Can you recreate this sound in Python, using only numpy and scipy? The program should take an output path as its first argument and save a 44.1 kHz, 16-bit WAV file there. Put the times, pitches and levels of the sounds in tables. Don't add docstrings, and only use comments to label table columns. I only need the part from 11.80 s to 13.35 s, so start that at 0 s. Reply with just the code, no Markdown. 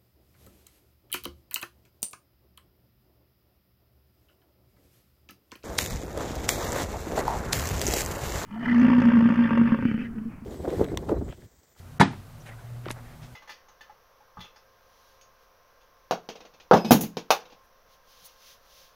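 import sys
import numpy as np
from scipy import signal
from scipy.io import wavfile

SR = 44100
rng = np.random.default_rng(int(sys.argv[2]) if len(sys.argv) > 2 else 0)


def bounce(signal):
    frames = np.transpose(np.atleast_2d(signal))
    limited = np.clip(frames, -1, 1)
    pcm = np.round(limited * 32767).astype(np.int16)
    wavfile.write(sys.argv[1], SR, pcm)


def amplitude_ratio(level_db):
    exponent = np.asarray(level_db, float) / 20
    return 10 ** exponent


N = 68355


def rms_one(x):
    return x / np.sqrt(np.mean(x ** 2) + 1e-20)


def low(x, hz, order=2):
    return signal.sosfilt(signal.butter(order, hz, fs=SR, output="sos"), x)


def high(x, hz, order):
    return signal.sosfilt(signal.butter(order, hz, "high", fs=SR, output="sos"), x)


def resonate_twice(x, hz, q):
    b, a = signal.iirpeak(hz, q, fs=SR)
    return signal.lfilter(b, a, signal.lfilter(b, a, x))


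def at_hz(points, hz):
    table = np.array(points)
    return np.interp(np.log(hz), np.log(table[:, 0]), table[:, 1])


def drift(rate):
    hop = 40
    r = np.exp(-2 * np.pi * rate * hop / SR)
    noise = rng.standard_normal(N // hop + 2002)
    slow = signal.lfilter([1], [1, -2 * r, r * r], noise)[2000:]
    return np.interp(np.arange(N) / hop, np.arange(len(slow)), rms_one(slow))


def ring(x, hz, t60):
    r = amplitude_ratio(-60 / (t60 * SR))
    w = 2 * np.pi * hz / SR
    return signal.lfilter([0, np.sin(w)], [1, -2 * r * np.cos(w), r * r], x + 1e-18)


def bands(spectrum, gain):
    edges = 20 * 2 ** np.arange(0, 9.8, 1 / 3)
    white = rng.standard_normal((2, N))
    out, power = 0, 0
    for k, (bottom, top) in enumerate(zip(edges, edges[1:])):
        hz = np.sqrt(bottom * top)
        level = amplitude_ratio(at_hz(spectrum, hz))
        band = signal.sosfilt(signal.butter(2, [bottom, top], "band", fs=SR, output="sos"), white[k % 2])
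        out = out + level * gain(hz) * band
        power = power + level ** 2 * (top - bottom) * 2 / SR
    return out / np.sqrt(power)


# f/Hz, level/dB per Hz
AIR = [(12, -31), (20, -3), (105, -9), (426, -22), (636, -18.5), (1020, -23.5), (1320, -21.5),
       (1570, -28.5), (8000, -43.5), (10400, -58.5), (17600, -120)]
AIR_DB = -50


def air():
    gust = drift(4.5)

    def gain(hz):
        sway = (0.6 * gust + drift(30)) * min(1, 1500 / hz)
        return amplitude_ratio(sway - 4 * max(0, np.log2(hz / 6000)))

    return amplitude_ratio(AIR_DB) * bands(AIR, gain)


# t/s, f/Hz, level/dB
ENGINE = [(0, 89.6, -45.5), (.2, 89.15, -54), (.4, 94.6, -44.5), (0.551, 103.3, -56.5), (.68, 112.6, -45.5),
          (.8, 115.9, -46), (.93, 119, -39.5), (1.05, 119, -42), (1.2, 117.2, -44), (1.32, 112.9, -56),
          (1.55, 107, -58)]
ENGINE_WOBBLE_DB, ENGINE_WOBBLE_HZ = 0.6, 0.7


def engine():
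    s, hz, db = np.transpose(ENGINE)
    t = np.arange(N) / SR
    pitch = np.interp(t, s, hz) + ENGINE_WOBBLE_HZ * drift(11.3)
    level = np.interp(t, s, db) + ENGINE_WOBBLE_DB * drift(3.3)
    return np.sqrt(2) * amplitude_ratio(level) * np.sin(2 * np.pi * np.cumsum(pitch) / SR)


# f/Hz, level/dB, width/Hz
HUMS = [
    (121.5, -51.5, 24),
    (151.6, -54.5, 20),
    (241.6, -66.5, 11),
]
MAINS_HZ, MAINS_DB = 241.8, -63


def hums():
    t = np.arange(N) / SR
    out = np.sqrt(2) * amplitude_ratio(MAINS_DB + 1.4 * drift(5)) * np.sin(2 * np.pi * MAINS_HZ * t)
    for hz, db, width in HUMS:
        t60 = 2.2 / width
        noise = rng.standard_normal(N + SR)
        out += amplitude_ratio(db) * rms_one(ring(ring(noise, hz, t60), hz, t60)[SR:])
    return out


# t/s, length/s, level/dB, brightness f/Hz
SHUFFLES = [
    (0.65, 0.06, -55, 9900),
    (0.651, 0.054, -50.5, 3080),
    (0.683, 0.031, -50.5, 2380),
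    (0.704, 0.053, -51.5, 1820),
    (0.736, 0.25, -58.5, 1730),
    (1.031, 0.11, -51.5, 2560),
    (1.093, 0.043, -45.5, 11290),
    (1.146, 0.073, -48.5, 1300),
    (1.215, 0.17, -56.5, 2380),
    (1.413, 0.066, -54.5, 6000),
]
# f/Hz, width/Hz, level/dB
SHUFFLE_PEAKS = [
    (655, 140, 2),
    (1950, 560, -2),
    (6000, 514, -29),
]
BLADES_PER_S, BLADE_SPREAD_DB, SHUFFLE_LOW_HZ = 9000, 2.5, 450


def shuffles():
    sizes = amplitude_ratio(BLADE_SPREAD_DB * np.minimum(rng.exponential(1, N), 3))
    ticks = (rng.random(N) < BLADES_PER_S / SR) * sizes * rng.choice([-1, 1], N)
    ticks = high(ticks, SHUFFLE_LOW_HZ, order=2)
    colour = 0
    for hz, width, db in SHUFFLE_PEAKS:
        colour = colour + amplitude_ratio(db) * signal.lfilter(*signal.iirpeak(hz, hz / width, fs=SR), ticks)
    ticks = ticks + colour
    t, out = np.arange(N) / SR, 0
    for s, length, db, hz in SHUFFLES:
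        stroke = np.sin(np.pi * np.clip((t - s) / length, 0, 1) ** 0.8).clip(0)
        out = out + amplitude_ratio(db) * stroke * rms_one(low(ticks, hz, order=3))
    return out


# t/s, length/s, level/dB, f/Hz
DRAGS = [
    (0.6, 0.029, -58.5, 5850),
    (.66, 0.021, -58, 3900),
    (.688, 0.022, -53, 1980),
    (.711, 0.019, -52.5, 1920),
    (0.78, .022, -54.5, 1520),
    (.706, 0.031, -54, 640),
]
DRAG_Q = 9


def drags():
    t, noise, out = np.arange(N) / SR, rng.standard_normal(N), 0
    for s, length, db, hz in DRAGS:
        stroke = np.sin(np.pi * np.clip((t - s) / length, 0, 1)).clip(0)
        out = out + amplitude_ratio(db) * stroke * rms_one(resonate_twice(noise, hz, DRAG_Q))
    return out


CLICK_S = [1.0570, 1.0574, 1.0632, 1.0638, 1.065, 1.0765, 1.0835, 1.0858, 1.086, 1.1022, 1.104, 1.105,
           1.1122, 1.1122, 1.1122]
# peak level/dB, centre f/Hz, length/s
CLICKS = [(-31, 1100, 0.0035), (-34, 2130, 0.00083), (-29.5, 486, 0.0017), (-28.5, 226, 0.0079),
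          (-39, 2100, 0.0026), (-39, 1000, .004), (-31, 2330, 0.0032), (-28, 840, 0.0027),
          (-38.5, 320, 0.0081), (-26, 840, 0.012), (-28.5, 245, 0.004), (-24.5, 2320, 0.0034),
          (-29, 2900, 0.00085), (-26.5, 7300, 0.0016), (-27.5, 2500, 0.00089)]
CLICK_Q, CLICK_RISE_S = 0.8, 0.0004
CLICK_TOP_RATIO = 1.84


def clicks():
    out, t = np.zeros(N), np.arange(1200) / SR
    for s, (db, hz, length) in zip(CLICK_S, CLICKS):
        envelope = np.exp(-t / length * 2) * (1 - np.exp(-t / CLICK_RISE_S))
        tone = resonate_twice(rng.standard_normal(len(t)) * envelope, hz, CLICK_Q)
        tone = low(tone, min(CLICK_TOP_RATIO * hz, SR / 2.5), order=3)
        start = int(s * SR)
        out[start:start + len(t)] += amplitude_ratio(db) * tone / np.abs(tone).max()
    return out


# f/Hz, level/dB per Hz
RATTLE = [(59, -27), (100, -5.5), (229, -2.5), (524, -16), (891, -14), (1760, -20.5), (9410, -32),
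          (12700, -47), (16000, -127)]
# f/Hz, T60/s
RATTLE_T60 = [(100, 0.34), (500, 0.26), (2000, 0.24), (8000, 0.037)]
# f/Hz, T60/s
YARD_T60 = [(150, 0.464), (1000, 0.31), (4000, 0.47), (10000, 0.21)]
YARD_DB = -7
RATTLE_S, RATTLE_RISE_S, RATTLE_HOLD_S, RATTLE_DB = 0.198, 0.003, 0.017, -21


def rattle():
    t = np.maximum(np.arange(N) / SR - RATTLE_S, 0)
    rise = 1 - np.exp(-t / RATTLE_RISE_S)
    late = np.maximum(t - RATTLE_HOLD_S, 0)

    def gain(hz):
        direct = amplitude_ratio(-60 * late / at_hz(RATTLE_T60, hz))
        yard = amplitude_ratio(YARD_DB - 60 * t / at_hz(YARD_T60, hz))
        return rise * (direct + yard)

    return amplitude_ratio(RATTLE_DB) * bands(RATTLE, gain)


CONTACT_S = [.1985, .2008, .2052, .2100, .2121, .2142, .2195, .2245, .2300, .2570]
# boom level/dB, wall level/dB, rim level/dB
CONTACTS = [
    (-60, -48, -18),
    (-13.5, -24.5, -30),
    (-31, -28, -11.5),
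    (-50, -20, -9),
    (-56, -8.5, -37),
    (-54, -13.5, -10),
    (-25.5, -15, -22.5),
    (-21.5, -24.5, -29),
    (-25.5, -14.5, -20.5),
    (-41, -39, -40),
]
SPOT_SPREAD_DB = 3


def struck(modes, column, sign):
    rows, out = np.array(CONTACTS), 0
    at = (np.array(CONTACT_S) * SR).astype(int)
    spots = SPOT_SPREAD_DB * rng.standard_normal((len(rows), len(modes)))
    for k, (hz, db, t60) in enumerate(modes):
        impulses = np.zeros(N)
        impulses[at] = sign * amplitude_ratio(rows[:, column] + db + spots[:, k])
        out = out + ring(impulses, hz, t60)
    return out


# f/Hz, level/dB, T60/s
BOOM = [(140, -10.5, 0.058), (161.5, -5.5, 0.14), (188.6, -4.5, .12), (199, -3.5, 0.11), (268.3, -5.5, .22),
        (298, -10, 0.057), (332, -3, 0.089), (404, -21, 0.058)]
WALL = [(724, -5, 0.085), (861, -6, 0.077), (925, 2, 0.016), (1205, -9, 0.073)]
RIM = [(1452, -13, 0.038), (1540, -8, 0.032), (1751, -6.5, 0.063), (1906, -6.5, .03), (2133, -13.5, 0.049),
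       (3434, -13, 0.032), (3856, -12, 0.03), (4770, -24.5, 0.036)]
BOOM_CONTACT_HZ, WALL_CONTACT_HZ, RIM_CONTACT_HZ = 494, 1300, 6000
SHELL_LOW_HZ = 86.4
SHELL_DIP_HZ, SHELL_DIP_Q, SHELL_DIP_SHARE = 527, 3.2, 0.64
SLAP_S, SLAP_DB, SLAP_CUT_HZ = 0.12, -35.5, 2900


def blow():
    boom = low(struck(BOOM, column=0, sign=-1.2), BOOM_CONTACT_HZ)
    wall = low(struck(WALL, column=1, sign=0.96), WALL_CONTACT_HZ)
    rim = low(struck(RIM, column=2, sign=1.0), RIM_CONTACT_HZ)
    hit = high(boom + wall + rim + rattle(), SHELL_LOW_HZ, order=4)
    gap = signal.lfilter(*signal.iirpeak(SHELL_DIP_HZ, SHELL_DIP_Q, fs=SR), hit)
    hit = hit - SHELL_DIP_SHARE * gap
    slap = np.roll(low(hit, SLAP_CUT_HZ), int(SLAP_S * SR))
    return hit + amplitude_ratio(SLAP_DB) * slap


def scene():
    return (air() + blow() + clicks() + shuffles() + engine() + hums() + drags())[None]


def top_cut(x):
    return signal.sosfilt(signal.butter(12, 16750, fs=SR, output="sos"), x)


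# start t/s, end t/s, lost above f/Hz
DROPOUTS = [
    (.184, .1965, 2200),
    (.206, .318, 13900),
    (.238, .272, 9800),
    (.268, .3, 10800),
    (.296, .31, 11800),
    (1.113, 1.135, 13800),
]
HISS_DB, HISS_TOP_HZ, CUTOFF_HZ = -61, 16900, 16750


def record(dry):
    hiss_filter = signal.cheby2(12, 50, HISS_TOP_HZ, fs=SR, output="sos")
    hiss = signal.sosfilt(hiss_filter, rng.standard_normal(dry.shape))
    x = 0.85 * np.tanh(dry / 0.85) + amplitude_ratio(HISS_DB) * hiss
    x = signal.sosfilt(signal.cheby2(12, 70, CUTOFF_HZ, fs=SR, output="sos"), x)
    t = np.arange(N) / SR
    for start, end, hz in DROPOUTS:
        kept = signal.sosfiltfilt(signal.cheby2(10, 40, hz, fs=SR, output="sos"), x)
        gate = np.clip(np.minimum(t - start, end - t) / 0.001, 0, 1)
        x = x + gate * (kept - x)
    return top_cut(x)


dry = scene()
out = record(dry)
bounce(out)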